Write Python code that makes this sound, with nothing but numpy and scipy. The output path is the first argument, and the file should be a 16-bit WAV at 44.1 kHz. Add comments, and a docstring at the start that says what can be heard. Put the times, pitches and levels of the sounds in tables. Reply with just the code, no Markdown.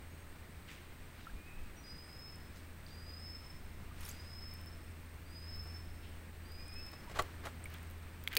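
"""Soft wind, insects and a far engine's hum, heard from a wooden boat drifting on a calm river.
Across the water a bird on the wooded bank repeats a rising whistle and a lower one answers; the
trees echo both. Close to the microphone someone hauls a wet line by hand: it swishes and ticks,
drops ring as bubbles in the river, and knocks set the hull boards ringing."""
import sys
import numpy as np
from scipy import signal
from scipy.fft import rfft, irfft, next_fast_len
from scipy.io import wavfile

SR = 44100
rng = np.random.default_rng(int(sys.argv[2]) if len(sys.argv) > 2 else 0)


def to_wav(sig):
    """Store sig (one row per channel, or 1-D mono) as 16-bit WAV at the path in sys.argv[1].

    Samples outside -1..1 are clipped; the rate is SR.
    """
    pcm = np.clip(np.atleast_2d(sig), -1, 1) * 32767
    pcm = np.round(pcm).astype(np.int16)
    wavfile.write(sys.argv[1], SR, pcm.T)  # frames by channels


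N = 369558
TIME = np.arange(N) / SR
# spectrum of spattering water and wet ticks: (frequency [Hz], density [dB])
SPATTER_SPECTRUM = [(900, -27), (1900, 6.5), (4300, 7), (6000, -4.5), (9000, -4.5), (15500, 0)]


def amp(db):
    """Decibels to gain."""
    return 10 ** (np.asarray(db) / 20)


def unit(x):
    """Scales to rms 1."""
    return x / np.sqrt(np.mean(x ** 2) + 1e-30)


def decay(t, t60):
    """Falls 60 dB in t60 seconds."""
    return np.exp(-np.log(1000) * t / t60)


def add(mix, s, sound):
    """Mixes a sound in at time s."""
    part = mix[max(round(s * SR), 0):][:len(sound)]
    part += sound[:len(part)]


def noise(shape_db, size=N):
    """Noise of rms 1 whose spectrum in dB is a function of frequency."""
    length = next_fast_len(size, True)
    hz = np.fft.rfftfreq(length, 1 / SR) + 1
    return unit(irfft(rfft(rng.standard_normal(length)) * amp(shape_db(hz)), length)[:size])


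def spectrum(points, tilt_db=0):
    """Joins (Hz, dB) points on a log axis, with a tilt per octave."""
    f, db = np.transpose(points)
    return lambda hz: np.interp(np.log(hz), np.log(f), db) + tilt_db * np.log2(hz)


def drift(rate):
    """Slow random wander of rms 1, up to about rate changes a second."""
    return noise(lambda hz: -10 * np.log10(1 + (hz / rate) ** 4))


def air(breeze_db=-57, hiss_db=-65.5, ripple_db=.5):
    """Background wash of the open air, puffs of wind on the microphone, and a thin hiss."""
    # spectra of the wash, the wind and the hiss: (frequency [Hz], density [dB])
    wash_spectrum = [(20, -5.5), (60, 3.5), (120, 0), (200, -2), (310, -5.5), (500, -11), (800, -13.5),
                     (1300, -13), (1900, -12.5), (2400, -14.5), (3200, -21), (4200, -22.5), (6000, -29),
                     (10000, -35.5)]
    wind_spectrum = [(8, 1), (20, 5.5), (35, -11), (55, -2.5), (100, -15), (250, -32.5), (800, -67)]
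    hiss_spectrum = [(2500, -6), (5000, -7), (7500, 2.5), (9500, 1.5), (11500, 1.5), (14000, 5.5),
                     (15700, 9)]
    # background wash, lifted near 7.35 s by close rustling after the knock: (time [s], level [dB])
    wash_level = [(0, -55.5), (4.2, -55), (6.4, -55), (7.35, -53), (8.0, -54.5)]
    # puffs over the breeze: (peak time [s], half width [s], level [dB])
    gusts = [(1.34, 0.027, -43), (1.64, 0.082, -47), (3.88, 0.34, -50), (5.56, .07, -50.5),
             (6.03, 0.25, -54), (6.68, 0.12, -49.5), (7.21, 0.047, -46.5)]
    wash = noise(spectrum(wash_spectrum))
    wash *= amp(np.interp(TIME, *np.transpose(wash_level)) + ripple_db * drift(12))
    gust_power = sum(amp(db) ** 2 * np.exp(-((TIME - s) / width) ** 2) for s, width, db in gusts)
    wind = noise(spectrum(wind_spectrum)) * np.sqrt(amp(breeze_db) ** 2 + gust_power)
    return wash + wind + amp(hiss_db) * noise(spectrum(hiss_spectrum))


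def insects(throb_db=2, swell_db=1.0, wobble_hz=55, wander_hz=25):
    """Faint, narrow bands of shrilling; each throbs at its own pace and lifts in pitch as it does."""
    # insect chorus: (centre [Hz], width [Hz], level [dB], throb rate [Hz])
    chorus = [(8106, 92, -77.5, 3.7), (8350, 220, -79, 16), (8614, 120, -79, 22)]
    out = np.zeros(N)
    for hz, width, db, rate in chorus:
        throb = np.sin(2 * np.pi * np.cumsum(rate * (1 + drift(1.95) / 10)) / SR)
        band = noise(lambda f: -20 * np.log10(1 + ((f - hz) / width * 2) ** 2))
        shrill = signal.hilbert(band, next_fast_len(N))[:N]
        bend = np.exp(2j * np.pi * np.cumsum(wobble_hz * throb + wander_hz * drift(5)) / SR)
        out += (shrill * bend).real * amp(db + throb_db * throb + swell_db * drift(1.9))
    return out


def engine(firing_hz=82.76, fading=0.09, unsteady=.002):
    """A far engine: only the lowest firing orders carry this far, each fading by itself on the way."""
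    # partials of the hum: (multiple of the firing rate, relative level [dB])
    orders = [(1, -2.5), (2, -22), (3, -27.5)]
    # its loudness at the boat: (time [s], level [dB])
    loudness = [(0.0, -55), (0.71, -59.5), (1.63, -56.5), (1.79, -62), (3.28, -51), (3.45, -58),
                (3.86, -51.5), (5.38, -53.5), (5.47, -48), (7.1, -56.5), (7.28, -50), (8.25, -51.5)]
    phase = 2 * np.pi * np.cumsum(firing_hz * (1 + unsteady * drift(1.05))) / SR
    hum = sum(amp(db) * (1 + fading * drift(12)) * np.sin(order * phase) for order, db in orders)
    return amp(np.interp(TIME, *np.transpose(loudness))) * unit(hum)


def bank(x, near_db=-9, near_t60=0.14, far_db=-8.5, far_t60=1.04, echo_s=.095):
    """Boat and water scatter the sound at once; the trees send back two echoes and a long tail."""
    t = TIME[:SR]
    near, far = rng.standard_normal((2, SR)) * (rng.random((2, SR)) < 1 / 20)  # sparse reflections
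    near = unit(near * decay(t, near_t60))
    far = unit(far * decay(t, far_t60) * np.minimum(2 * t / echo_s, 1))
    out = signal.fftconvolve(x, (amp(near_db) * near + amp(far_db) * far) / np.sqrt(SR))[:N]
    add(out, echo_s, amp(-9) * x)
    add(out, 0.18, amp(-17) * x)
    return out


def whistle(call, waver, flutter, scoop_s=.045, climb_per_s=.108, break_s=0.018):
    """One bird's pure tone: it scoops in, climbs and may break upward, never quite steady."""
    start, length, top_hz, db, swell_db, scoop_hz, break_at, break_hz = call
    scoop_db_per_hz, attack_s, release_s = 0.04, .01, 0.012
    t = np.arange(0, length, 1 / SR)
    left = length - t
    scoop = scoop_hz * np.exp(-t / scoop_s)
    before_break = (1 - np.tanh((t - break_at) / break_s)) / 2
    pitch = top_hz * (1 - climb_per_s * left) - scoop - break_hz * before_break
    pitch *= 1 + np.interp(start + t, TIME, waver)
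    level_db = db - swell_db * left / length - scoop_db_per_hz * scoop
    level_db += np.interp(start + t, TIME, flutter)
    edges = np.minimum(t / attack_s, 1) * np.minimum(left / release_s, 1)
    return np.sqrt(2) * amp(level_db) * edges * np.sin(2 * np.pi * np.cumsum(pitch) / SR)


def birds(direct_db=-3.0, flutter_db=2.5, unsteady=0.001):
    """A high and a low bird on the bank, heard straight across the water and off the trees."""
    # whistled calls: (start [s], length [s], final pitch [Hz], final level before the crossing [dB],
    # swell [dB], opening scoop [Hz], time to the break [s], upward break [Hz])
    calls = [(0.102, .06, 6620, -79, -8, 2, 0, 0), (1.353, 0.26, 2600, -63.5, 1, 0, 0.11, 108),
             (1.762, 0.074, 5830, -66.5, -2, 0, 0, 0), (1.835, .48, 5213, -59.5, -2, -37, 0.19, 40),
             (2.896, .53, 5280, -54.5, 4, 168, 0.29, 141.5), (4.079, 0.53, 5290, -55, 6.5, 149, .125, 126),
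             (5.248, .445, 5295, -49.5, 11, 350, .225, 119.5), (6.437, .44, 5230, -54.5, 4, 401, .2, 63),
             (6.588, 0.24, 2637, -60, 3, -2, .175, 135)]
    out, flutter, waver = np.zeros(N), flutter_db * drift(25), unsteady * drift(90)
    for call in calls:
        add(out, call[0], whistle(call, waver, flutter))
    return amp(direct_db) * out + bank(out)


def swishes(grain_db=2):
    """Line and cloth rub close by: grainy friction noise that swells and dies with each pull."""
    # pulls: (start [s], rise [s], time to fall 20 dB [s], level [dB], centre [Hz], half width [octaves])
    pulls = [(.672, 0.016, 0.23, -55.5, 2460, 0.68), (.68, 0.035, .09, -65, 6500, .7),
             (1.12, .08, 0.3, -67, 3500, 0.66), (2.53, .041, .1, -64.5, 4500, 1.2),
             (2.865, .02, 0.13, -63.5, 4190, 0.51), (3.93, 0.12, 0.38, -55.5, 1860, 2.1),
             (3.999, 0.1, 0.063, -56, 9900, 1.3), (5.648, 0.0086, 0.076, -56, 900, 1.3),
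             (6.02, 0.015, 0.23, -61.5, 2820, .42), (7.14, 0.023, 0.16, -45, 770, 2.8),
             (7.425, 0.039, 0.045, -45, 853, 1.7), (7.448, 0.0098, .05, -54.5, 7500, 1.1),
             (7.68, 0.06, 0.16, -56, 1710, 1.2), (8.299, 0.035, 0.054, -46.5, 2040, 0.61)]
    out, t, grain = np.zeros(N), TIME[:SR // 2], amp(grain_db * drift(150))
    for s, rise, fall, db, centre, octaves in pulls:
        stroke = np.minimum(t / rise, 1) * amp(-20 * np.maximum(t - rise, 0) / fall)
        rub = noise(lambda hz: -20 * np.log10(1 + (np.log2(hz / centre) / octaves) ** 2)
                    - 10 * np.log10(1 + (hz / centre / 2) ** 2), size=len(t))
        add(out, s, amp(db) * stroke * rub)
    return out * grain


def ticks(gap_s=0.057, spread_db=12, t60=0.013, tilt_db=7):
    """Tiny bright ticks at uneven moments as the wet line runs through the hand."""
    # spells of ticking: (start [s], length [s], lowest level [dB])
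    spells = [(4.503, .15, -52), (5.5, .2, -62), (6.452, .45, -59), (7.622, .45, -57.5), (8.28, .1, -47)]
    out, t = np.zeros(N), TIME[:SR // 50]
    for start, length, db in spells:
        for s in np.arange(start, start + length, gap_s):
            late, size = rng.random(2)
            tick = decay(t, t60) * noise(spectrum(SPATTER_SPECTRUM, tilt_db), size=len(t))
            add(out, s + late * gap_s, amp(db + spread_db * size) * tick)
    return out


def bubble(hz, cycles=57, glide=0.049):
    """A trapped bubble rings and rises in pitch as it nears the surface; small ones are brief."""
    t60 = cycles / hz
    t = TIME[:int(t60 * SR) + 2]
    onset = 1 - np.exp(-t * hz)
    return onset * decay(t, t60) * np.sin(2 * np.pi * hz * t * (1 + glide * t / t60))


def drips():
    """Water falls beside the boat: single drops ring as bubbles, spatters burst as sharp noise; the loudest
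    burst, near 8.37 s, is a sharp tap on the boat among the splashes."""
    # drops in the river: (time [s], level [dB], pitch [Hz])
    drops = [(1.19, -48, 1480), (1.247, -50.5, 3700), (1.269, -38.5, 1330), (1.295, -45.5, 1590),
             (2.3583, -44.5, 8200), (2.865, -43.5, 4600), (3.9115, -48, 1196), (4.0617, -38, 9300),
             (4.094, -36.5, 6400), (4.1134, -37, 7470), (6.6826, -43, 8600), (6.741, -43, 8900),
             (7.076, -46.5, 946), (7.2225, -41, 7680), (7.6415, -34.5, 8450), (7.657, -36, 2220),
             (7.745, -46, 3350), (8.3705, -23, 4410), (8.371, -35, 452), (8.372, -25, 2400)]
    # spatters: (time [s], level [dB], t60 [s], treble tilt [dB per octave])
    spatters = [(4.0095, -41, 0.011, 9), (4.089, -39, .03, 7), (4.66, -44, .008, 7), (6.918, -44, .01, 12),
                (7.2225, -35, .008, 9), (7.7405, -40, .009, 6), (8.239, -39, .009, 6),
                (8.276, -32, 0.011, 2.5), (8.285, -36, 0.0066, 6), (8.353, -29, 0.0089, 6),
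                (8.3678, -18, 0.013, 2), (8.372, -21.5, 0.013, 4.5)]
    out, t = np.zeros(N), TIME[:SR // 10]
    for s, db, hz in drops:
        add(out, s, amp(db) * bubble(hz))
    for s, db, t60, tilt_db in spatters:
        add(out, s, amp(db) * decay(t, t60) * noise(spectrum(SPATTER_SPECTRUM, tilt_db), size=len(t)))
    return out


def trickle(start_s=3.985, rise_s=0.061, length_s=.3, db=-53, fall_db_per_s=150, spread_db=12):
    """Water runs off the lifted line in a spray of tiny bubbles that builds quickly and fades."""
    out = np.zeros(N)
    for place, pitch, size in rng.random((190, 3)):
        age, hz = place * length_s, 5000 + 10000 * pitch
        flow = min(age / rise_s, 1) * amp(db - fall_db_per_s * max(age - rise_s, 0))
        add(out, start_s + age, flow * amp(spread_db * size) * bubble(hz))
    return out


def taps():
    """Something small and hard is tapped nearby and rings briefly in two bright modes."""
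    # its modes: (frequency [Hz], relative level [dB], t60 [s])
    modes = [(2210, -0.5, 0.0089), (3290, -1.5, 0.0077)]
    # sharp taps: (time [s], level [dB])
    hits = [(8.2754, -19.5), (8.3296, -31)]
    out, t = np.zeros(N), TIME[:SR // 10]
    ring = sum(amp(db) * decay(t, t60) * (1 - np.exp(-t * hz)) * np.sin(2 * np.pi * hz * t)
               for hz, db, t60 in modes)
    for s, db in hits:
        add(out, s, amp(db) * ring)
    return out


def knocks(crack_t60=0.051, bounce_s=.0055, bounce_db=-7):
    """Each blow on the hull cracks, rings the boards a little differently, and bounces once."""
    # modes of hull and deck boards: (frequency [Hz], relative level [dB], t60 [s])
    boards = [(118, -11, 0.17), (287, -19, .15), (390, -19, 0.13), (462, -13.5, 0.083), (610, -4.5, 0.092),
              (722, -9, 0.091), (839, -3.5, 0.045), (1143, 2, 0.052), (1342, -6, 0.064),
              (1380, -1.5, 0.059), (1850, -7, 0.027), (1984, 1, 0.022), (2840, -12, 0.033),
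              (3230, -11.5, 0.038), (3820, -16.5, 0.068), (4230, -8.5, 0.03)]
    # blows: (time [s], ring level [dB], crack level [dB])
    blows = [(6.932, -55.5, -50.5), (7.097, -55, -49), (7.113, -62, -48), (7.1594, -44.5, -54),
             (7.1698, -57, -45), (7.1893, -39.5, -32), (7.1926, -29.5, -35.5), (7.454, -57, -45),
             (7.4696, -46.5, -76)]
    # spectrum of the crack: (frequency [Hz], density [dB])
    crack_spectrum = [(100, -1), (700, 2), (2000, -5), (4000, -8.5), (5800, -15.5), (7500, -11.5),
                      (11000, -27), (15500, -21)]
    out, t = np.zeros(N), TIME[:SR // 3]
    for s, ring_db, crack_db in blows:
        for delay, landing_db in ((0, 0), (bounce_s, bounce_db)):
            signs = rng.choice([-1, 1], len(boards))
            ring = sum(sign * amp(db) * decay(t, t60) * np.sin(2 * np.pi * hz * t)
                       for sign, (hz, db, t60) in zip(signs, boards))
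            crack = noise(spectrum(crack_spectrum), size=len(t)) * decay(t, crack_t60)
            add(out, s + delay, amp(landing_db) * (amp(ring_db) * ring + amp(crack_db) * crack))
    return out


def scene():
    """The river around and the work on board, at one microphone in the boat."""
    river = birds() + engine() + air() + insects()
    on_board = knocks() + taps() + swishes() + drips() + trickle() + ticks()
    return (river + on_board)[None]


def record(dry, edge_hz=15830):
    """The recorder's band limit: a steep low-pass."""
    lowpass = signal.firwin(801, edge_hz, window=("kaiser", 9), fs=SR)
    return signal.oaconvolve(dry, lowpass[None], "same")


dry = scene()
out = record(dry)
to_wav(out)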